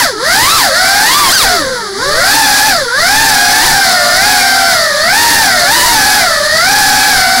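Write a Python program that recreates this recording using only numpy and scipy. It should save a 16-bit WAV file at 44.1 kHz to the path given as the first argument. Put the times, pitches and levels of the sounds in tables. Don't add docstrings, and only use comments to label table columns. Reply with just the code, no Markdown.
import sys
import numpy as np
from scipy import signal
from scipy.fft import rfft, irfft, next_fast_len
from scipy.io import wavfile
from scipy.ndimage import uniform_filter1d

SR = 44100
rng = np.random.default_rng(int(sys.argv[2]) if len(sys.argv) > 2 else 0)


def waveform_to_disk(signal):
    frames = np.transpose(np.atleast_2d(signal))
    scaled = np.clip(frames, -1, 1) * 32767
    samples = np.round(scaled).astype(np.int16)
    wavfile.write(sys.argv[1], SR, samples)


N = 326340
TIME = np.arange(N) / SR
BLADES = 3
HOVER_HZ = 800

WHINE_DB, WHINE_DB_PER_OCTAVE = -7, 14.0
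HISS_DB, HISS_DB_PER_OCTAVE = -9.5, 13.5
WASH_DB, WASH_DB_PER_OCTAVE = -29.5, 14
STALL_OCTAVES = 0.58
WHINE_DB_PER_OCTAVE_S, HISS_DB_PER_OCTAVE_S = 0.26, 0.12
MOTOR_DB = -9
UNISON_OCTAVES, UNISON_DB, UNISON_THIRD_DB = 0.041, 8, 10
SCREAM_HOLD_S = .045
JOLT_S, JOLT_OCTAVES, JOLT_DECAY_S = 3.635, .28, .05
CUTOFF_HZ = 15750


def rotor_rates():
    # (time [s], blade-pass rate [Hz])
    throttle = [(0.0, 1087), (0.09, 573.5), (0.17, 426.7), (0.28, 660), (0.44, 1023), (0.551, 1354),
                (0.65, 844.5), (0.719, 636.6), (0.785, 723.3), (1.018, 845.3), (1.192, 1202), (1.301, 1050),
                (1.343, 1621), (1.42, 1145), (1.461, 769), (1.552, 705.4), (1.662, 534.6), (1.751, 500),
                (1.94, 388), (2.05, 551.5), (2.16, 631), (2.29, 815), (2.368, 903.8), (2.548, 825.4),
                (2.683, 875.7), (2.761, 689.3), (2.891, 475.8), (3.063, 753), (3.227, 905.3), (3.397, 819),
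                (3.612, 884.6), (3.653, 895), (3.777, 805), (4.052, 714), (4.12, 714.5), (4.295, 843),
                (4.465, 785), (4.674, 773), (4.809, 672), (4.976, 605.4), (5.222, 940.4), (5.395, 908),
                (5.53, 746.4), (5.635, 702.2), (5.769, 1008), (5.893, 966.6), (6.022, 840), (6.163, 845),
                (6.312, 661), (6.47, 616), (6.588, 664), (6.734, 842.5), (7.075, 841.6), (7.234, 750.4),
                (7.4, 768)]
    # (time [s], spread [octaves])
    steering = [(0, 0.088), (.33, .1), (.69, .29), (.82, .18), (1.25, 0.21), (1.9, 0.086), (2.14, .24),
                (2.3, .11), (2.65, .11), (2.95, 0.036), (3.26, .16), (3.62, .25), (3.77, .11), (4.04, .29),
                (4.43, .14), (4.63, .18), (4.97, .1), (5.55, 0.22), (6.04, .1), (6.18, .23), (6.55, 0.041),
                (6.95, .14), (7.4, .12)]
    spread_share = [0, .12, .52, 1]
    # (time [s], half length [s], third rotor drop [octaves], slowest rotor drop [octaves])
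    sharp_turns = [(0.178, .04, 0.0082, .4), (1.368, .06, 1.25, 1.25), (1.76, .3, .08, 1.1),
                   (5.8, .12, 0.013, .62)]
    s, hz = np.transpose(throttle)
    lead = glide(s, np.log2(hz))
    below = np.outer(spread_share, np.interp(TIME, *np.transpose(steering)))
    for at, half, third, slowest in sharp_turns:
        below += np.outer([0, 0, third, slowest], swell(at, half))
    kick = JOLT_OCTAVES * (TIME > JOLT_S) * np.exp(-np.abs(TIME - JOLT_S) / JOLT_DECAY_S)
    kick = uniform_filter1d(kick, size=500)
    return 2 ** (lead - below + np.outer(1 - np.array(spread_share), kick))


def rotor(blade_hz, voice_db, wobble=0.001193, wobble_hz=30, flutter_db=3.0, idle_db=-2.5, load_db=0.42):
    # (multiple of the shaft rate, relative level [dB])
    orders = [(1, -19), (2, -24), (3, 4.5), (4, -42), (5, -25.5), (6, -1.5), (7, -38), (8, -19.5), (9, 0.5),
              (12, -6.5), (15, -11)]
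    # (time [s], half length [s], rms unrest [fraction of speed])
    jolts = [(1.466, 0.027, 0.051), (1.66, .1, .014), (3.65, .025, 0.082), (3.728, 0.054, 0.036),
             (5.817, 0.1491, 0.01029), (6.918, 0.18, 0.01)]
    scream_boost = {3: 3, 6: 16, 9: 12, 12: 16}
    unrest = wobble + sum(share * swell(s, half) for s, half, share in jolts)
    speed = blade_hz * (1 + unrest * drift(wobble_hz))
    shaft = 2 * np.pi * np.cumsum(speed) / (BLADES * SR)
    idling = np.maximum(np.log2(HOVER_HZ / blade_hz), 0)
    richness = from_db(idle_db * idling + load_db * spin_up(blade_hz))
    lingering = np.interp(TIME - SCREAM_HOLD_S, TIME, strain(blade_hz))
    sharpness = np.maximum(strain(blade_hz), lingering ** 2)
    tones = np.zeros(N)
    for multiple, db in orders:
        flutter = 1 + (from_db(flutter_db) - 1) * drift(19.3)
        boost_db = scream_boost.get(multiple, 0) * sharpness
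        gain = from_db(db + voice_db.get(multiple, 0) + boost_db) * flutter
        if multiple > BLADES:
            gain = gain * richness
        tones += gain * np.sin(multiple * shaft + rng.uniform(0, 2 * np.pi))
    return tones, shaft


def motor(shaft):
    # (multiple of the shaft rate, relative level [dB])
    magnet_orders = [(18, -5), (21, 0)]
    surge = from_db(3 * drift(8))
    whistle = np.zeros(N)
    for multiple, db in magnet_orders:
        roughness = .4 * drift(39)
        whistle += from_db(db) * np.sin(multiple * shaft + roughness)
    return surge * whistle


def whine(rates, speed_db=11.0):
    # (level [dB], shaft imbalance [dB],
    # second blade harmonic [dB], third blade harmonic [dB])
    voices = [(-3, 0.5, 3, 1), (-5, -3.5, -2, -1), (-7, 1.5, 1.5, 1), (-3.5, 2.5, -2, 4)]
    # (frequency [Hz], gain [dB])
    housing_low = [(100, -18), (250, 4), (450, -1.5), (800, -4.5), (1100, -2), (1450, 3), (1850, 2),
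                   (2200, -8.5), (2650, -13.5), (3100, -10)]
    # (frequency [Hz], gain [dB])
    housing_top = [(3500, -5), (4600, 1), (6500, 0), (9000, -14)]
    # (frequency [Hz], gain [dB])
    motor_band = [(2600, -30), (3600, -8), (4600, 0), (5600, -2), (7000, -9), (9000, -12), (14000, -25)]
    total, whistle, chop = np.zeros((3, N))
    singing_db = UNISON_THIRD_DB * unison(rates)
    for blade_hz, (db, imbalance_db, second_db, third_db) in zip(rates, voices):
        tones, shaft = rotor(blade_hz, {1: imbalance_db, 6: second_db, 9: third_db + singing_db})
        gain = from_db(db + speed_db * np.log2(blade_hz / rates[0]))
        total += gain * tones
        whistle += gain * motor(shaft)
        chop += gain * np.cos(BLADES * shaft)
    total = room(colour(total, housing_low + housing_top))
    even = total / np.sqrt(uniform_filter1d(total ** 2, size=2000) + 1e-9)
    return even, rms_one(colour(whistle, motor_band)), rms_one(chop)


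def room(x, t60=0.12, wet_db=-14):
    t = TIME[:SR // 2]
    decay = from_db(-60 * t / t60)
    tail = rng.standard_normal(len(t)) * decay * (t > .004)
    tail /= np.linalg.norm(tail)
    return x + from_db(wet_db) * signal.fftconvolve(x, tail)[:N]


def hiss(blade_hz, chop, depth=0.053, rush_db=-3.5, rush_rise_db=19.5, gust_db=1.0):
    # (frequency [Hz], spectrum level [dB per Hz])
    tip_spectrum = [(150, -8.5), (400, -16), (800, -5), (1100, -3), (1650, 4), (2050, 0), (2600, -20.5),
                    (3500, -2.5), (4600, 5.5), (5700, -2), (7100, -6.5), (9400, -12.5), (10600, -4.5),
                    (12500, -29), (15500, -23)]
    # (frequency [Hz], spectrum level [dB per Hz])
    rush_spectrum = [(150, -5.5), (700, 0.5), (1600, -3.5), (2700, -2), (4600, -3), (8000, 0), (10600, -1),
                     (12500, -4), (15500, -5.5)]
    octaves = np.minimum(np.log2(blade_hz / HOVER_HZ), .2)
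    pulsing = (1 + depth * chop) * from_db(gust_db * drift(6.7))
    rush_gain = from_db(rush_db + rush_rise_db * octaves)
    return air(tip_spectrum, pulsing) + rush_gain * air(rush_spectrum, pulsing)


def air(spectrum, pulsing):
    # (frequency [Hz], side relative to mid [dB])
    width = [(100, -44), (2000, -91), (4500, -17), (8000, -14), (11000, -9), (15000, -6.5)]
    mid, side = rng.standard_normal((2, N))
    stereo = mid + colour(side, width) * [[1], [-1]]
    return rms_one(colour(pulsing * stereo, spectrum))


def wash(lump_db=3.5):
    # (frequency [Hz], spectrum level [dB per Hz])
    buffet_spectrum = [(15, 7), (35, -17), (70, -0.5), (140, -1.5), (300, -8), (700, -13.5), (2000, -70)]
    return rms_one(colour(rng.standard_normal(N), buffet_spectrum)) * from_db(lump_db * drift(3.4))


def gusts(top_hz=42):
    # (time [s], half length [s], buffeting [dB], deep rumble [dB])
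    puffs = [(.42, 0.045, -19, -36), (1.463, .022, -23.5, -15), (1.679, 0.08, -28, -36),
             (2.2, 0.15, -24.5, -38), (3.351, .08, -27, -40), (3.68, .07, -16.5, -21),
             (5.36, 0.088, -21, -25), (5.9, 0.18, -19, -26), (6.86, 0.081, -23.5, -34),
             (7.19, .05, -18.5, -26)]
    band = signal.butter(2, [18, max(top_hz, 30)], "band", fs=SR, output="sos")
    rumble = rms_one(signal.sosfilt(band, rng.standard_normal(N)))
    buffeting = wash()
    total = np.zeros(N)
    for s, half, db, deep_db in puffs:
        total += swell(s, half) * (from_db(db) * buffeting + from_db(deep_db) * rumble)
    return total


def strain(blade_hz):
    return np.clip((blade_hz / HOVER_HZ - 1.25) / .65, 0, 1) ** 1.5


def spin_up(blade_hz):
    rise = uniform_filter1d(np.gradient(np.log2(blade_hz)) * SR, size=1500)
    return np.clip(rise, -7, 4) * (1 - strain(blade_hz))


def unison(rates):
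    return np.exp(-(np.log2(rates[0] / rates[3]) / UNISON_OCTAVES) ** 2)


def glide(s, values):
    step = np.maximum(np.diff(s), 1e-3)
    slope = np.diff(values) / step
    before, after = slope[:-1], slope[1:]
    inner = 2 * np.maximum(before * after, 0) / (before + after + 1e-12)
    tangent = np.r_[slope[0], inner, slope[-1]]
    k = np.clip(np.searchsorted(s, TIME) - 1, 0, len(step) - 1)
    u = np.clip((TIME - s[k]) / step[k], 0, 1)
    bend = (1 - u) * (tangent[k] - slope[k]) - u * (tangent[k + 1] - slope[k])
    return values[k] + step[k] * u * (slope[k] + (1 - u) * bend)


def swell(s, half):
    return np.exp(-((TIME - s) / half) ** 2)


def drift(rate):
    stride = 40
    r = np.exp(-2 * np.pi * rate * stride / SR)
    noise = rng.standard_normal(N // stride + 2002)
    slow = signal.lfilter([1], [1, -2 * r, r * r], noise)[2000:]
    return np.interp(np.arange(N) / stride, np.arange(len(slow)), rms_one(slow))


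def colour(x, points):
    hz, db = np.transpose(points)
    size = next_fast_len(N + 4096)
    bins = np.maximum(np.arange(size // 2 + 1) * SR / size, 1)
    gain = from_db(np.interp(np.log(bins), np.log(hz), db))
    return irfft(rfft(x, size) * gain, size)[..., :N]


def from_db(db):
    return 10 ** (np.asarray(db) / 20)


def rms_one(x):
    return x / np.sqrt(np.mean(x ** 2) + 1e-20)


def scene(scream_db=1.0):
    rates = rotor_rates()
    effort = np.minimum(np.log2(rates[0] / HOVER_HZ), STALL_OCTAVES)
    load = spin_up(rates[0])
    whine_db = WHINE_DB + WHINE_DB_PER_OCTAVE * effort + WHINE_DB_PER_OCTAVE_S * load
    whine_db += UNISON_DB * unison(rates)
    hiss_db = HISS_DB + HISS_DB_PER_OCTAVE * effort + HISS_DB_PER_OCTAVE_S * load
    tones, whistle, chop = whine(rates)
    scream = scream_db * strain(rates[0])
    propellers = from_db(whine_db + scream) * tones
    motors = from_db(hiss_db + MOTOR_DB) * whistle
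    turbulence = from_db(hiss_db - scream) * hiss(rates[0], chop)
    wind = from_db(WASH_DB + WASH_DB_PER_OCTAVE * effort) * wash() + gusts()
    return propellers + motors + turbulence + wind


def gain_control(x, limit_db=-6.5, window_s=0.011):
    power = uniform_filter1d(np.mean(x ** 2, axis=0), size=max(int(window_s * SR), 1))
    over = power / from_db(limit_db) ** 2
    return x / (1 + over ** 3) ** (1 / 6)


def record(dry, ceiling=0.94):
    held = gain_control(dry)
    knee = 7
    rounded = held / (1 + np.abs(held / ceiling) ** knee) ** (1 / knee)
    low_pass = signal.ellip(12, .1, 80, CUTOFF_HZ, fs=SR, output="sos")
    return signal.sosfilt(low_pass, rounded)


dry = scene()
out = record(dry)
waveform_to_disk(out)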